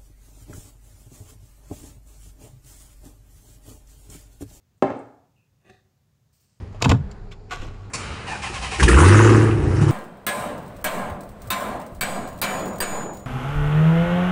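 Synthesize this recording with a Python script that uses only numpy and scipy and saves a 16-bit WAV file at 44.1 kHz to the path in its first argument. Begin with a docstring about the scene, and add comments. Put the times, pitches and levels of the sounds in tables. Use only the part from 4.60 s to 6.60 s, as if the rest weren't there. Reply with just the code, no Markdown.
"""A quiet kitchen over a low steady rumble (shaped noise). After a light latch tick a cupboard door bangs
shut: blows drive a crack, a rattle, panel modes and a room tail; two more ticks follow.
Then a faint squeak (narrow noise on a falling pitch), and a glass jar scuffs, bumps and scrapes as it is
lifted off the counter (clicks and slips through modes, coloured noise).
Near the end a soft high hiss (coloured noise) starts and soon loses its top."""
import sys
import numpy as np
from scipy import signal
from scipy.fft import rfft, irfft
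from scipy.io import wavfile

SR = 44100
rng = np.random.default_rng(int(sys.argv[2]) if len(sys.argv) > 2 else 0)


def master_out(mix):
    """Clip the mix to full scale and print it as 16-bit PCM to the path in sys.argv[1]."""
    frames = np.transpose(np.atleast_2d(mix))
    ceiling = np.clip(frames, -1, 1)
    pcm = np.round(ceiling * 32767).astype(np.int16)
    wavfile.write(sys.argv[1], SR, pcm)


N = 88200
T = np.arange(N) / SR

# All levels are relative, before the mix gains, unless noted.
# door blows: first touch, full contact, rebounds (time [s], level [dB], contact decay constant [ms])
DOOR_BLOWS = [(.2234, -11, 0.02), (.2256, 8, 0.47), (0.242, -6, 1), (0.304, -12, 0.17)]
# door panel and cabinet modes, ahead of the high-pass (frequency [Hz], level [dB], t60 [s])
DOOR_MODES = [(113.3, -31.5, .5), (136.1, -27.5, 0.21), (245.8, -30, 0.35), (274.7, -24, 0.57),
              (322.8, -22.5, 0.085), (389.2, -17.5, 0.19), (469.7, -29, 0.1), (549.4, -24, .28),
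              (603, -12.5, 0.1377), (664, -16, 0.11), (717.6, -26, .3), (788, -20.5, 0.2),
              (947.5, -29.5, 0.096), (1052, -21.5, 0.27), (1241, -34.5, 0.12)]
# spectrum of the contact crack (frequency [Hz], level [dB])
CRACK_SPECTRUM = [(30, -25), (55, -18.5), (110, -7.5), (180, -3), (380, 19.5), (700, 18.5), (1100, 20),
                  (1700, 6.5), (2600, 7), (3600, -0.5), (5500, -7.5), (8200, -3), (9500, -33.5),
                  (15000, -40.5)]
# spectrum of the knock sent to the room (frequency [Hz], level [dB])
KNOCK_ROOM_SPECTRUM = [(30, -7.5), (50, -9), (75, 4.5), (125, 16.5), (178, 8.5), (250, 19.5), (450, 16.5),
                       (750, 19), (1100, 14), (1600, 13), (2600, 6.5), (3600, -0.5), (5500, -9), (8200, -9),
                       (9600, -25), (15000, -33)]
CRACK_DB, PANEL_DB, PANEL_HIGH_PASS_HZ = 0.5, -2.5, 165
RATTLE_DB, RATTLE_MEAN_S = -1.5, 0.007655

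# jar bumps (time [s], level [dB])
JAR_BUMPS = [(1.014, -9), (1.052, -19), (1.09, -12), (1.0975, 11), (1.104, -23)]
# modes of the jar on the counter (frequency [Hz], level [dB], t60 [s])
JAR_MODES = [(75, -62.5, .15), (115, -57, .2), (215, -59, .08), (385, -52.5, 0.076), (518.4, -56.5, 0.034),
             (610, -61, 0.047), (730, -52.5, .035), (1186.4, -59, 0.026), (1734, -55, 0.016),
             (1930, -59, 0.027), (2116, -63.5, 0.0091), (2527, -58, 0.04), (2711, -59, 0.016),
             (3500, -62.5, .015), (6280, -67.5, 0.011), (8600, -70.5, 0.012)]
# level of the jar's drag around the bumps (time [s], level [dB])
DRAG_LEVEL = [(.99, -37), (1.045, -18), (1.06, -6.5), (1.085, -6.5), (1.105, -1.5), (1.12, -17),
              (1.15, -8.5), (1.2, -48)]
# spectrum of dry grit under the jar (frequency [Hz], level [dB])
GRIT_SPECTRUM = [(100, -44), (700, -35), (2000, -43.5), (4500, -44.5), (8500, -44.5), (9500, -63.5),
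                 (15000, -69)]
# scrape as the jar slides free (time [s], rms level [dB])
SCRAPE_LEVEL = [(1.085, -100), (1.1, -63.5), (1.13, -65.5), (1.18, -69.5), (1.21, -75), (1.26, -93.5)]
# spectrum of the scrape (frequency [Hz], level [dB])
SCRAPE_SPECTRUM = [(1000, -20.5), (1550, -6.5), (1870, 5.5), (2200, -18.5), (3200, -19), (3650, -1.5),
                   (4200, -8), (5500, -17.5), (8700, -25), (9800, -37)]
MEAN_SLIPS_PER_S, SLIPS_DB, JAR_ROOM_DB, JAR_DB = 2800, -5, -11, -5.5

# faint squeak (time [s], rms level [dB])
SQUEAK_LEVEL = [(0.751, -100), (.766, -75.5), (0.794, -71), (0.811, -76.5), (.84, -78), (.88, -87),
                (.92, -110)]
SQUEAK_HZ, SQUEAK_HALF_WIDTH_HZ = 2596.6, 170
SQUEAK_DROP_HZ, SQUEAK_SETTLE_S = 203, 0.028

# light latch ticks (time [s], level [dB])
LATCH_TICKS = [(.178, -55.5), (.368, -46), (.39, -41)]
# spectrum of the ticks (frequency [Hz], level [dB])
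TICK_SPECTRUM = [(1000, -28.5), (4000, -9.5), (6000, -6), (7300, 7), (8700, 9), (10000, -12.5),
                 (15000, -13.5)]
TICK_DB, TICK_ROOM_DB = 6, -1.5
CHATTER_DECAY_S = 0.00797  # amplitude time constant of the contact bursts

# high hiss (time [s], level [dB])
HISS_LEVEL = [(1.715, -100), (1.732, -68.5), (1.765, -68.5), (1.795, -72), (1.808, -66), (1.84, -69.5),
              (1.88, -71), (1.92, -71), (2, -76.5)]
# spectrum of the hiss (frequency [Hz], level [dB])
HISS_SPECTRUM = [(1000, -23.5), (2800, -5), (3600, -10.5), (4400, -0.5), (5200, 0), (6500, -3), (8600, 1.5),
                 (9700, -11), (13500, -3.5), (15500, -4)]
HISS_GRAIN_DB, HISS_TOP_HZ = 4.6, 9100
HISS_DULLS_S, HISS_DULL_TIME_S = 1.86, 0.035

# room reverberation times; a separate fade makes the late tail sink ever faster
# (frequency [Hz], t60 before that fade [s])
ROOM_T60 = [(60, 0.44), (130, 0.61), (260, 0.6), (700, 0.77), (1500, 0.68), (3000, 0.51), (6000, 0.75),
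            (14000, 0.4)]
ROOM_DELAY_S, ROOM_BUILD_S = .005, 0.0018
TAIL_FADE_S = 0.56  # the fade takes a further 9 dB by this time

# background spectrum (frequency [Hz], relative density [dB/Hz])
BACKGROUND_SPECTRUM = [(15, -66.5), (25, -31), (43, -26), (53, -8.5), (107, -1.5), (148, -2.5),
                       (174, -10.5), (234, -13), (290, -22.5), (568, -24), (616, -26.5), (1060, -29),
                       (2570, -34.5), (5920, -34.5), (6410, -32.5), (9610, -41), (15600, -38)]
BACKGROUND_RMS_DB = -66
BAND_EDGE_HZ = 15780


def amp(db):
    """Decibels to gain."""
    return 10 ** (np.asarray(db) / 20)


def evened(x):
    """Scales to rms 1."""
    return x / np.sqrt(np.mean(x ** 2) + 1e-20)


def read(points, hz):
    """Reads a spectrum on a log-frequency axis."""
    f, value = np.transpose(points)
    return np.interp(np.log(hz + 1), np.log(f), value)


def curve(points):
    """Gain over time from a level curve."""
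    return amp(np.interp(T, *np.transpose(points)))


def through(x, response):
    """Convolves and cuts to the scene's length."""
    return signal.fftconvolve(x, response)[:N]


def low_pass(x, hz, order):
    """Butterworth low-pass."""
    return signal.sosfilt(signal.butter(order, hz, fs=SR, output="sos"), x)


def high_pass(x, hz, order):
    """Butterworth high-pass."""
    return signal.sosfilt(signal.butter(order, hz, "high", fs=SR, output="sos"), x)


def colour(x, points, size=4096):
    """Minimum-phase (causal) filter with the given spectrum."""
    hz = abs(np.fft.fftfreq(size, 1 / SR))
    log_gain = np.log(amp(read(points, hz)))
    response = np.fft.ifft(np.exp(np.conj(signal.hilbert(log_gain)))).real
    return through(x, response[:size // 2])


def clicks(rows):
    """One impulse for each (time [s], level [dB])."""
    return sum(amp(db) * (np.arange(N) == round(s * SR)) for s, db in rows)


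def chatter(rows):
    """Each (time [s], level [dB]) becomes a decaying noise burst of tiny contacts."""
    spread = np.exp(-2 * T / CHATTER_DECAY_S)
    power = abs(through(clicks(rows) ** 2, spread / spread.sum()))
    return np.sqrt(power) * rng.standard_normal(N)


def ring(modes):
    """Impulse response of a struck object: exponentially dying sines."""
    response = np.zeros(N)
    for hz, db, t60 in modes:
        decay = np.exp(-np.log(1000) * T / t60)
        response += amp(db) * decay * np.sin(2 * np.pi * hz * T)
    return response


def room(x):
    """Random-sign reflections, each band dying at its own speed, under a common fade that quickens."""
    taps = rng.choice([-1., 1.], N) * (rng.random(N) < .2)
    hz, t, bands = signal.stft(taps, SR, nperseg=256)
    t60 = read(ROOM_T60, hz)[:, None]
    bands = bands * np.exp(-np.log(1000) * t / t60 - (t / TAIL_FADE_S) ** 2)
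    onset = np.clip((T - ROOM_DELAY_S) / ROOM_BUILD_S, 0, 1)
    tail = signal.istft(bands, SR)[1][:N] * onset
    return through(x, tail / np.linalg.norm(tail))


def door_force():
    """Blows as decaying pushes of set impulse; longer contacts are duller."""
    force = np.zeros(N)
    for s, db, contact_ms in DOOR_BLOWS:
        push = np.exp(-T * 1000 / contact_ms)
        force += through(clicks([(s, db)]), push / push.sum())
    return force


def hinge_rattle(force):
    """Hinges and shelves: each blow excites a short swelling and dying noise burst."""
    burst = rng.standard_normal(N) * T * np.exp(-2 * T / RATTLE_MEAN_S)
    return high_pass(through(force, burst / np.linalg.norm(burst)), 900, 2)


def door():
    """Each blow cracks, rattles, rings the panel and fills the room."""
    force = door_force()
    crack = colour(force + amp(RATTLE_DB) * hinge_rattle(force), CRACK_SPECTRUM)
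    panel = high_pass(through(force, ring(DOOR_MODES)), PANEL_HIGH_PASS_HZ, 4)
    echo = room(colour(force, KNOCK_ROOM_SPECTRUM))
    return amp(CRACK_DB) * crack + amp(PANEL_DB) * panel + echo


def jar():
    """Bumps and random slips excite the jar's modes and grit; it scrapes as it comes free."""
    slip_gate = rng.random(N) < MEAN_SLIPS_PER_S / SR
    slips = rng.standard_normal(N) * slip_gate * curve(DRAG_LEVEL)
    force = chatter(JAR_BUMPS) + amp(SLIPS_DB) * slips
    body = through(force, ring(JAR_MODES)) + colour(force, GRIT_SPECTRUM)
    body = high_pass(body, 90, 2)
    scrape = evened(colour(rng.standard_normal(N), SCRAPE_SPECTRUM)) * curve(SCRAPE_LEVEL)
    return amp(JAR_DB) * (body + amp(JAR_ROOM_DB) * room(body)) + scrape


def squeak():
    """Narrow noise around a carrier whose pitch settles from a little above."""
    noise = rng.standard_normal(N) + 1j * rng.standard_normal(N)
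    waver = low_pass(noise, SQUEAK_HALF_WIDTH_HZ, 3)
    since_start = np.maximum(T - SQUEAK_LEVEL[0][0], 0)
    hz = SQUEAK_HZ + SQUEAK_DROP_HZ * np.exp(-since_start / SQUEAK_SETTLE_S)
    carrier = np.exp(2j * np.pi * np.cumsum(hz) / SR)
    return evened((waver * carrier).real) * curve(SQUEAK_LEVEL)


def latch_ticks():
    """Light bursts of tiny contacts, coloured, with their echo in the room."""
    ticks = colour(chatter(LATCH_TICKS), TICK_SPECTRUM)
    return amp(TICK_DB) * ticks + amp(TICK_ROOM_DB) * room(ticks)


def hiss():
    """Coloured noise crossfades at equal power to a grainier, low-passed one."""
    smooth = evened(colour(rng.standard_normal(N), HISS_SPECTRUM))
    grains = rng.standard_normal(N) * amp(HISS_GRAIN_DB * rng.standard_normal(N))
    dull = low_pass(evened(colour(grains, HISS_SPECTRUM)), HISS_TOP_HZ, 8)
    turn = np.pi / 4 * (1 + np.tanh((T - HISS_DULLS_S) / HISS_DULL_TIME_S))
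    return curve(HISS_LEVEL) * (np.cos(turn) * smooth + np.sin(turn) * dull)


def background():
    """Steady noise shaped into a low rumble with a faint even hiss."""
    gain = amp(read(BACKGROUND_SPECTRUM, np.fft.rfftfreq(N, 1 / SR)))
    spectrum = rfft(rng.standard_normal(N)) * gain
    return amp(BACKGROUND_RMS_DB) * evened(irfft(spectrum, N))


def scene():
    """All sources at one microphone."""
    return (door() + jar() + squeak() + latch_ticks() + hiss() + background())[None]


def record(dry):
    """Rounds off peaks smoothly below 0.98, then limits the band with a linear-phase low-pass."""
    held = dry / (1 + (dry / .98) ** 8) ** (1 / 8)
    low_pass_taps = signal.firwin(1023, BAND_EDGE_HZ, window=("kaiser", 9), fs=SR)
    return signal.oaconvolve(held, low_pass_taps[None], "same")


dry = scene()
out = record(dry)
master_out(out)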